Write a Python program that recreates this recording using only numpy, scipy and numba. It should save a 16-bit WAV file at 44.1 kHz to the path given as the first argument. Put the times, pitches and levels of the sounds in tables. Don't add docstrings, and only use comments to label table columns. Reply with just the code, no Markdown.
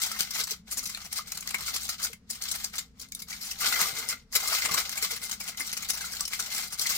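import sys
import numpy as np
from scipy import signal
from scipy.fft import rfft, irfft, next_fast_len
from scipy.io import wavfile
from numba import njit

SR = 44100
rng = np.random.default_rng(int(sys.argv[2]) if len(sys.argv) > 2 else 0)


def boost_factor(decibels):
    exponent = np.asarray(decibels, float) / 20
    return 10 ** exponent


def store_pcm(level_fs):
    pcm = np.round(np.clip(level_fs, -1, 1) * 32767).astype(np.int16)
    wavfile.write(sys.argv[1], SR, np.atleast_2d(pcm).T)


N = 307377

# f/Hz, level/dB per Hz
KITCHEN = [(12, -42), (20, -5), (74, -2.5), (116, -13.5), (150, -5.5), (193, -4), (255, -8), (305, -33),
           (459, -16), (527, -28.5), (949, -31.5), (1260, -30.5), (3160, -38), (5230, -37), (16000, -58)]
# f/Hz, width/Hz, level/dB
FRIDGE = [(60.3, 10, -63.5), (115, 28, -71.5), (181.15, 5.4, -66.5), (213, 5.8, -67.5), (258, 4.6, -73)]
# t/s, hold/s, rustle level/dB, dish ring/dB re rustle
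FIRST_STROKES = [(0, 0.057, -30, -14), (0.068, 0.086, -34.5, -11), (0.194, 0.015, -29, -38),
                 (.25, 0.054, -40.5, -9), (0.338, 0.083, -33.5, -7.5), (0.501, 0.012, -33, -21),
                 (0.684, 0.36, -43.5, -9.5), (1.12, 0.042, -41, -24), (1.178, 0.0058, -35, -6),
                 (1.262, 0.14, -44.5, -3.5), (1.463, 0.3, -39.5, -10.5), (1.636, 0.3, -39, -35),
                 (2.004, 0.068, -36, -9.5), (2.31, 0.073, -43, -27), (2.413, 0.25, -37.5, -43),
                 (2.736, 0.079, -41.5, -19), (2.983, 0.066, -51, -8), (3.17, 0.04, -47.5, -22),
                 (3.283, 0.23, -43, -31), (3.48, 0.11, -42, -14)]
SECOND_STROKES = [(3.612, 0.1, -28, -8), (3.72, 0.14, -26, -2.5), (3.87, 0.18, -34.5, 0),
                  (4.075, 0.053, -34.5, 0.5), (4.352, 0.22, -32.5, -5.5), (4.432, 0.036, -30, -23),
                  (4.5, 0.14, -30.5, -8), (4.775, 0.017, -27, -19), (4.65, 0.15, -35, 5.5),
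                  (4.82, 0.2, -36.5, -8), (5.02, 0.028, -30, -12), (5.111, 0.0074, -27.5, -6),
                  (5.2, 0.084, -40.5, -5), (5.326, 0.0057, -33.5, -5), (5.42, 0.086, -40, -1.5),
                  (5.578, 0.27, -39.5, -11), (5.891, 0.018, -38, -3), (5.96, 0.27, -36, -10),
                  (6.317, 0.25, -37, -7), (6.57, 0.071, -35.5, -6), (6.7, 0.048, -44, -7),
                  (6.792, .2, -34.5, -13.5)]
# f/Hz, level/dB per Hz
FOIL = [(180, -73), (300, -34), (713, 8.5), (900, -1.5), (1390, 0), (1810, -8), (2070, -6), (2480, -15.5),
        (3700, -14), (4100, -12), (5520, -14), (7440, -19), (10400, -27.5), (15200, -20), (16000, -37)]
# f/Hz, width/Hz, level/dB
DISH = [(776, 63, -9), (1100, 110, -6), (1230, 240, -1), (2060, 200, 0), (2190, 9.2, -3), (1420, 60, -1),
        (1840, 170, -8)]
# t/s, level/dB, f/Hz
TICKS = [(0.0164, -17, 6200), (0.0354, -10, 6360), (0.1142, -24, 4670), (0.1945, -22, 7550),
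         (0.2061, -9, 4680), (0.3085, -23, 7200), (0.4364, -18, 7500), (0.47, -23, 6000),
         (0.508, -14, 6150), (0.7108, -20.5, 7240), (0.7713, -21, 6100), (0.856, -14, 6230),
         (0.9472, -13.5, 4200), (1.1278, -36, 4300), (1.3196, -14, 6800), (1.475, -19, 6600),
         (1.6556, -30, 4340), (1.738, -19, 4600), (1.8901, -17, 7300), (2.3064, -20, 7640),
         (2.4215, -16, 6170), (2.4843, -19, 4750), (2.5137, -13, 6330), (2.642, -14, 7400),
         (2.7818, -12.5, 6300), (2.999, -29, 4550), (3.1208, -18, 7840), (3.1494, -12.5, 10200),
         (3.5119, -14.5, 4930), (3.6094, -34, 4830), (4.0881, -10, 9400), (4.3265, -31, 7630),
         (4.3515, -24, 4600), (4.4765, -22, 7200), (4.6563, -11, 7400), (4.7127, -22, 7100),
         (4.741, -19, 8000), (5.025, -31, 5200), (5.025, -9.5, 7500), (5.109, -25, 6580),
         (5.3128, -15, 6660), (5.4021, -38, 6100), (5.5735, -30, 5740), (5.7164, -19, 6400),
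         (5.8242, -33, 6600), (5.885, -34, 6540), (5.8995, -29, 5440), (6.008, -22, 4350),
         (6.2077, -18, 7700), (6.2528, -13, 5300), (6.321, -29, 5550), (6.3965, -19, 6200),
         (6.7935, -23.5, 8100), (6.8568, -28, 5400), (6.87, -10.5, 6000), (6.895, -21, 6000)]
# t/s, level/dB, f/Hz
MORE_TICKS = [(0.049, -15, 6240), (0.231, -21, 5860), (0.2504, -24, 5470), (0.2694, -42, 5430),
              (0.2898, -41, 5300), (0.4094, -19, 6130), (3.015, -28, 5750), (3.2221, -28, 7500),
              (3.3287, -20.5, 4660), (4.585, -20, 7200), (4.78, -16, 5600), (4.8014, -26, 4000),
              (6.168, -16, 4300), (6.4244, -15, 5740), (6.4444, -24, 5540), (6.597, -21, 4360),
              (6.6243, -20, 6250), (6.815, -9.5, 7630), (6.84, -20, 9100)]
# t/s, level/dB, panel level/dB re fold, length/ms
NEAR_CORNER = [(.0284, -29.5, -11.5, 11.4), (.06, -31, 2, 13.7), (.114, -31.5, -2, 8.7),
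               (.1616, -41, 8.5, 9.4), (.206, -16, -24, 1.67), (.2275, -34, -23, 2.3),
               (.3065, -27.5, -10.5, 6.4), (.3567, -35, 7, 10.5), (.3872, -28.5, -20, 25),
               (.4375, -24, -32, 4.8), (.4709, -33.5, -1, 8.9), (.5069, -27, -36, 12.5)]
END_TUCK = [(0.7098, -30, -18, 24.7), (0.724, -31.5, -13, 7.3), (0.7706, -27, -9, 20.6),
            (0.828, -34.5, -15, 17), (0.8577, -26, -13, 5.4), (0.869, -33, -21, 7.2),
            (.893, -32.5, -6, 7.6), (0.947, -43, -2, 6), (0.972, -36.5, 5.5, 5.2), (1.045, -41, 0, 23),
            (1.1266, -24.5, -12.5, 5), (1.157, -31, -6, 26)]
END_SQUEEZE = [(1.2705, -44, -3, 14), (1.319, -27.5, -5.5, 5.1), (1.3478, -36, -10, 10),
               (1.3727, -28.5, -4, 4.5), (1.4055, -33.5, -28, 6.1), (1.424, -38, 4, 6.4),
               (1.473, -26.5, -9, 4.25), (1.489, -31.5, -19, 5.3), (1.506, -30.5, 1, 5.5),
               (1.5425, -27.5, 5, 7.1), (1.6043, -33.5, 1, 8.6), (1.6576, -33.5, -18, 21),
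               (1.6822, -35.5, -5, 22), (1.7392, -30, -10, 14), (1.761, -26.5, -11, 6.3),
               (1.8043, -37.5, -29, 16.6), (1.8255, -35.5, -33, 34), (1.8885, -25.5, -7, 12.8),
               (2.027, -26.5, -10, 25.7), (2.1298, -37.5, 3.5, 5.8)]
TOP_EDGE = [(2.3004, -28.5, -11.5, 11), (2.349, -40.5, -3, 13.4), (2.42, -30, -29, 6.4),
            (2.437, -28, -40, 4), (2.484, -33, -29, 9.1), (2.5116, -26.5, -16, 10.8),
            (2.5471, -32.5, -2, 16), (2.6432, -24, -10, 5), (2.753, -35.5, -12, 12),
            (2.7817, -28.5, -7, 11.5), (2.996, -38.5, -25, 6.2), (3.01, -37.5, -36, 14),
            (3.086, -49.5, -14, 3.8), (3.1196, -33.5, -23, 3.8), (3.148, -35, -39, 3.9),
            (3.191, -39, -8, 15), (3.2185, -32.5, -22, 7.5), (3.299, -34.5, -2, 11.7),
            (3.3253, -46.5, -21, 26), (3.41, -35.5, -24, 26.5), (3.446, -38, -4.5, 36),
            (3.507, -31, -25, 15)]
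TURN_AND_WRAP = [(3.789, -25, 0.5, 35), (3.964, -44.5, -19, 61), (4.084, -29.5, -9, 28.4),
                 (4.351, -17, -6.5, 15.3), (4.4734, -25.5, -6, 12.6), (4.5141, -27, 3.5, 27),
                 (4.58, -29, 3, 12), (4.6491, -25.5, 4.5, 14), (4.711, -27, 1, 12.7),
                 (4.7373, -22, -3, 10.4), (4.8926, -24.5, -3, 2.7), (4.9255, -32, 3.5, 5.7),
                 (4.9706, -30.5, -0.5, 15.7), (5.0216, -24.5, -20, 18), (5.1069, -33, -2, 13),
                 (5.1585, -34, 0, 15.8), (5.2252, -33, -9, 32), (5.294, -31, 0, 5.6),
                 (5.3134, -26, -10, 6.3), (5.4003, -32, -3, 15), (5.436, -37.5, -18, 7.6),
                 (5.475, -33.5, -1.5, 19.3)]
FAR_TUCK = [(5.5724, -30.5, -19, 2.9), (5.595, -31, -3, 24.4), (5.6637, -34.5, -27, 16),
            (5.727, -27, -6.5, 9.5), (5.767, -28.5, -1, 9.8), (5.8212, -34, -8.5, 13.6),
            (5.844, -48, -20, 2.3), (5.8614, -44, 0, 3.9), (5.8999, -20, -6.5, 6.5), (5.932, -31.5, -4, 17),
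            (5.9714, -38, 1, 14), (6.0067, -34.5, -7.5, 13.3), (6.045, -37, -17, 23),
            (6.1122, -35.5, -26, 27)]
FAR_SQUEEZE = [(6.168, -38, -6, 5.1), (6.2061, -21.5, -13.5, 4.2), (6.255, -27.5, -28, 3.3),
               (6.2762, -30, -3, 5.9), (6.332, -28.5, 0, 5.9), (6.396, -25.5, -4, 11), (6.515, -41, 6, 11),
               (6.5303, -34, -5, 34), (6.547, -29.5, -3, 5.6), (6.5764, -29.5, -21, 11.8),
               (6.586, -47, -16, 31), (6.628, -37.5, 4, 7.2), (6.671, -39, -22, 13), (6.7196, -33, -6, 24),
               (6.7938, -22, -26, 3.9), (6.807, -26.5, -12, 22), (6.862, -26, -7, 10),
               (6.8908, -25, -14, 18.3), (6.9469, -30.5, -9, 21.5)]
# t/s, level/dB, panel level/dB re fold, length/ms
MORE_FOLDS = [
    (2.296, -43, -13, 9.7),
    (4.324, -33, -9, 24),
    (5.886, -26.5, -12, 21),
]
# t/s, level/dB, f/Hz
BUMPS = [(0.106, -47, 670), (0.388, -45.5, 480), (0.51, -43, 410), (1.06, -48.5, 700), (1.186, -57, 690),
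         (1.539, -46, 378), (1.609, -52, 410), (1.888, -44, 710), (2.098, -47, 463), (2.572, -60, 690),
         (2.639, -72, 520), (3.672, -36, 670), (3.738, -43, 710), (3.973, -44, 467), (4.351, -45, 474),
         (4.513, -35, 687), (4.793, -48, 680), (4.856, -48, 546), (5.02, -42, 446), (5.107, -41, 468),
         (5.483, -40, 704), (5.606, -37, 269), (6.394, -52, 675), (6.483, -50, 596), (6.905, -51, 403)]
# t/s, level/dB, f/Hz
POPS = [(0.1128, -29, 1330), (0.1454, -33, 2060), (0.199, -29, 1440), (0.3566, -30.5, 1960),
        (0.387, -37, 1420), (0.7213, -38, 1230), (0.828, -36.5, 1230), (1.187, -27, 1216),
        (1.474, -29, 1980), (1.5439, -19, 2240), (1.6602, -44, 1210), (1.6799, -31, 1356),
        (1.8906, -30, 1398), (2.0103, -36, 1590), (2.2985, -42, 1870), (3.1213, -37.5, 2250),
        (3.2201, -37, 2180), (3.2894, -44, 2290), (3.3139, -30, 1960), (3.3278, -28.5, 2280),
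        (3.4136, -38, 2100), (3.604, -38, 2060), (3.6177, -36, 2050), (3.665, -23, 1390),
        (3.7246, -21, 2170), (3.8122, -27, 2050), (4.0916, -28, 2020), (4.3306, -34.5, 1950),
        (4.3565, -20.5, 2380), (4.5246, -29, 2190), (4.5984, -30, 1430), (4.6206, -20, 2050),
        (4.692, -24, 1150), (4.7097, -27, 2080), (4.7393, -24.5, 1144), (4.801, -50, 2200),
        (4.9581, -33.5, 1600), (4.976, -23, 2190), (5.0236, -24, 2120), (5.1088, -22, 2250),
        (5.1711, -41, 1640), (5.4084, -32, 2320), (5.5463, -35.5, 2040), (5.5865, -38, 2200),
        (5.605, -24, 2090), (5.7279, -32, 2060), (5.8293, -32, 2360), (5.8962, -41, 2330),
        (6.0073, -33, 1590), (6.0422, -31, 1410), (6.1374, -29, 1610), (6.207, -32.5, 1170),
        (6.3207, -33, 2190), (6.332, -24, 2350), (6.3942, -27, 1420), (6.5774, -30, 2050),
        (6.5952, -35, 1266), (6.794, -43, 2050), (6.8548, -20, 2040), (6.9496, -28, 2080)]
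# t/s, peak level/dB, f/Hz
KNOCKS = [(1.238, -53, 172), (1.605, -42, 185), (2.014, -56, 165), (3.679, -40, 250), (3.819, -35, 230),
          (3.931, -37, 148), (4.646, -36, 248), (4.712, -31.5, 201), (5.101, -44, 183), (5.599, -40, 266),
          (5.898, -59, 212)]
# t/s, level/dB, low mode level/dB re high
FLICKS = [
    (1.893, -39, 3.5),
    (2.05, -45, 11.5),
    (3.329, -41, -23),
    (3.725, -22.5, 0),
    (3.741, -21, -25),
    (3.76, -26, -16),
    (3.815, -25.5, -4),
    (6.333, -28, -27),
]
# f/Hz, level/dB
LEFT = [(200, 1.5), (700, 3.5), (1300, -0.5), (2400, 3), (8000, 4), (15000, 4)]

RIGHT_LAG_S, LAG_SPREAD_S = .00014, .00005
ATTACK_DB_PER_S, RELEASE_DB_PER_S = 722, 339
PANEL_DB, PANEL_PER_DB = -13, 0.03
TIGHT_DB, TIGHT_PER_DB = -5, 0.3
PATCHY_DB, PATCHES_PER_S = 33, 35
FOLD_HZ, FOLD_TIGHT_DB = 5944, -3
LEAD_DB, TIGHT_LEAD_DB = -2.5, 7
FLICK_RING_S = 0.0047
ROOM_T60_S, ROOM_DB = 0.11, -12
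TOP_HZ = 15900


def level(x, db):
    return x * boost_factor(db) / np.sqrt(np.mean(x ** 2))


def colour(x, points, lo_hz=0.74, hi_hz=1e5):
    size = next_fast_len(N)
    hz = np.arange(1, size // 2 + 2) * SR / size
    at, db = np.transpose(points)
    gain = boost_factor(np.interp(np.log(hz), np.log(at), db))
    gain = gain / np.sqrt((1 + (lo_hz / hz) ** 8) * (1 + (hz / hi_hz) ** 8))
    return irfft(rfft(x, size) * gain, size)[..., :N]


def ring(x, hz, width):
    return signal.lfilter(*signal.iirpeak(hz, hz / width, fs=SR), x)


@njit
def pings(start, hz, tau, gain, lag, beam, out):
    for k in range(len(start)):
        p = np.exp(2j * np.pi * hz[k] / SR - 1 / (tau[k] * SR))
        for c in range(2):
            at = start[k] * SR + c * lag[k] * SR
            i = int(at) + 1
            z = gain[k] * beam[k] ** (c - .5) * p ** (i - at)
            for j in range(i, min(i + int(5 * tau[k] * SR) + 1, out.shape[1])):
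                out[c, j] += z.imag
                z *= p
    return out


def buckles(start, hz, tau, gain):
    lag = RIGHT_LAG_S + LAG_SPREAD_S * rng.standard_normal(start.shape)
    hz = np.clip(hz, 60, 20000)
    start_in = np.clip(start, .001, N / SR)
    flat = [np.ravel(v + 0. * start) for v in (start_in, hz, np.abs(tau), gain, lag)]
    beam_db = np.clip(flat[1] / 3000, 0, 1) * 5 * rng.standard_normal(start.size)
    return pings(*flat, boost_factor(beam_db), np.zeros((2, N)))


def struck(table, cycles, spread_oct, gain_db, count, lo_hz):
    s, db, hz = np.transpose(table)[:, :, None]
    g = rng.standard_normal((len(table), 2, count))
    overtone = np.arange(count) > 0
    hz = hz * 2 ** (spread_oct * g[:, 0] * overtone)
    start = s + 4 * np.abs(g[:, 1]) / hz
    rings = buckles(start, hz, cycles / hz, boost_factor(db + gain_db - 8.1 * overtone))
    return colour(rings, [(100, 0), (200, 0)], lo_hz)


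def kitchen():
    mid, side = rng.standard_normal((2, N))
    side = colour(side, [(20, -15), (200, -14), (600, -6), (2000, 0)])
    air = level(colour(mid + side * np.array([[1], [-1]]), KITCHEN), -58.5)
    drone = 0
    for hz, width, db in FRIDGE:
        once = ring(rng.standard_normal(N), hz, width)
        drone = drone + level(ring(once, hz, width), db)
    return (air + drone) * boost_factor(np.array([[.6], [-.6]]))


def hands():
    s, hold, db, dish_db = np.transpose(FIRST_STROKES + SECOND_STROKES)[:, :, None]
    t = np.arange(0, N + 100, 100) / SR
    rise_db = ATTACK_DB_PER_S * np.clip(s - t, 0, None)
    fall_db = RELEASE_DB_PER_S * np.clip(t - s - hold, 0, None)
    power = boost_factor(2 * np.maximum(db - (rise_db + fall_db), -120))
    work_db = 10 * np.log10(power.sum(0))
    ring_db = 10 * np.log10((power * boost_factor(2 * dish_db)).sum(0)) - work_db
    return [np.interp(np.arange(N) / SR, t, v) for v in (work_db, ring_db)]


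def rustle(count=110000, clusters=450):
    heads = rng.random(clusters) * N / SR
    head_db = np.minimum(2.5 * rng.exponential(size=clusters), 8)
    head_hz = 1500 + 10000 * rng.random(clusters)
    which, u = rng.integers(clusters, size=count), rng.random((4, count))
    alone = u[0] < .4
    start = np.where(alone, u[1] * N / SR, heads[which] - 0.0069 * np.log(u[1]))
    hz = 200 + 16500 * u[2]
    lean_db = -4 * np.abs(np.log2(hz / head_hz[which]))
    db = np.where(alone, -1.5, head_db[which] + lean_db) - 0.18 * np.log(u[3])
    tau = np.clip(5 / hz, .0009, .004)
    swarm = buckles(start, hz, tau, boost_factor(db) / np.sqrt(tau))

    work_db, dish_db = hands()
    panel_db = np.minimum(PANEL_DB + PANEL_PER_DB * (work_db + 45.5), -3)
    tight_db = np.minimum(TIGHT_DB + TIGHT_PER_DB * (work_db + 37.0), 1.5)
    patch = np.arange(N) * PATCHES_PER_S / SR

    def grip(k):
        return boost_factor(PATCHY_DB * np.interp(patch, np.arange(1000), u[3, k::7][:1000] - .5))

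    hollow, dish = 0, 0
    for k, (f, w, mode_db) in enumerate(DISH[:3]):
        hollow = hollow + (-1) ** k * boost_factor(mode_db) * ring(swarm * grip(k), f, w)
    for k, (f, w, mode_db) in enumerate(DISH[3:]):
        dish = dish + (-1) ** k * boost_factor(mode_db) * ring(swarm[0] * grip(k + 3) ** .1, f, w)
    panels = level(colour(swarm, FOIL, 925, 3700), -3.5) + level(hollow, -3)
    scrape = colour(swarm, [(200, 0), (600, 0)], 340, 600)
    dragged = level(dish, -7.0) + level(scrape, -19.5)
    creases = level(colour(swarm, FOIL, 2500, 9000), 0)
    tight = level(colour(swarm, FOIL, 9000), 0)
    sheet = creases + boost_factor(panel_db) * panels + boost_factor(dish_db) * dragged + boost_factor(tight_db) * tight
    return sheet * boost_factor(work_db - 4.5)


def ticks():
    return struck(TICKS + MORE_TICKS, 11, 0.665, -10.5, count=8, lo_hz=2500)


def snaps(count=120, modes=18):
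    folds = NEAR_CORNER + END_TUCK + END_SQUEEZE + TOP_EDGE + TURN_AND_WRAP + FAR_TUCK + FAR_SQUEEZE + MORE_FOLDS
    s, db, panel_db, ms = np.transpose(folds)[:, :, None]
    u, g = rng.random((len(s), 4, count)), rng.standard_normal((len(s), 5, count))
    span = np.clip(ms, 1, 70) / 1000
    start = s + span * (.9 * u[:, 0] ** 1.15 - .17 * np.log(u[:, 1]))
    early = np.arange(count) < count // 6
    start = np.where(early, s - .007 * u[:, 1] ** 2, start)
    lead = np.exp(-np.abs(start - s) / 0.00032)
    db = db - 11 * early + LEAD_DB * lead
    share = 2 * np.sqrt(span / count)
    again = np.arange(count) % modes

    middle_hz = FOLD_HZ * 2 ** (.45 * g[:, 0, again] + .04 * g[:, 4])
    middle = buckles(start, middle_hz, .0013, boost_factor(db + 27.0) * share * g[:, 1])
    panel_hz = 750 * 3.8 ** u[:, 2, again]
    panel = buckles(start, panel_hz, 0.99 / panel_hz, boost_factor(db + panel_db + 17.5) * share * g[:, 2])
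    tight_hz = 8500 + 7500 * u[:, 3]
    tight_db = db + FOLD_TIGHT_DB + TIGHT_LEAD_DB * lead + 30.5
    tight = buckles(start, tight_hz, .0003, boost_factor(tight_db) * share * g[:, 3])
    middle = colour(middle, [(2500, -14.0), (3700, -7.0), (4100, -1.0)])
    panel = colour(panel, [(400, -14.5), (900, -1.5), (3000, 15.5)])
    return middle + panel + tight


def bumps():
    return struck(BUMPS, 3.6, 0.052, -0.5, count=2, lo_hz=353)


def pops():
    return struck(POPS, 9.6, 0.099, -3, count=3, lo_hz=800)


def knocks(count=4):
    s, db, hz = np.transpose(KNOCKS)[:, :, None]
    spread = 2 ** (.3 * rng.standard_normal((len(KNOCKS), count)))
    return buckles(s + 0 * spread, hz * spread, 0.019, boost_factor(db - 16.0) / np.sqrt(spread))


def flicks():
    s, db, low_db = np.transpose(FLICKS)[:, :, None]
    high_low_hz = np.array([DISH[3][0], DISH[5][0]])
    hz = high_low_hz * (1 + .008 * rng.standard_normal((len(s), 2)))
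    rings = buckles(s + 0 * hz, hz, FLICK_RING_S, boost_factor(db + low_db * [0, 1]))[0]
    return colour(rings, [(100, 0), (200, 0)], 1000)


def room(x):
    t = np.arange(int(.4 * SR)) / SR
    noise = signal.lfilter([1], [1, -.1], rng.standard_normal((2, len(t))))
    tail = noise * boost_factor(-60 * t / ROOM_T60_S) * (t > .004)
    response = level(tail, ROOM_DB) / np.sqrt(len(t))
    send = colour(x[:1], [(300, 5.5), (1200, 5.3)])
    return x + signal.fftconvolve(send, response, axes=1)[:, :N]


def scene():
    background = kitchen()
    foil = rustle() + ticks() + snaps() + bumps() + pops() + knocks() + flicks()
    left, right = room(foil)
    half = np.array(LEFT) * [1, .5]
    return np.array([colour(left, half), colour(right, half * [1, -1])]) + background


def band_limit(x):
    return signal.sosfilt(signal.butter(12, 17000, fs=SR, output="sos"), x)


def record(dry):
    steep = signal.ellip(10, .3, 70, TOP_HZ, fs=SR, output="sos")
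    mix = signal.sosfilt(steep, dry)
    return band_limit(mix)


dry = scene()
out = record(dry)
store_pcm(out)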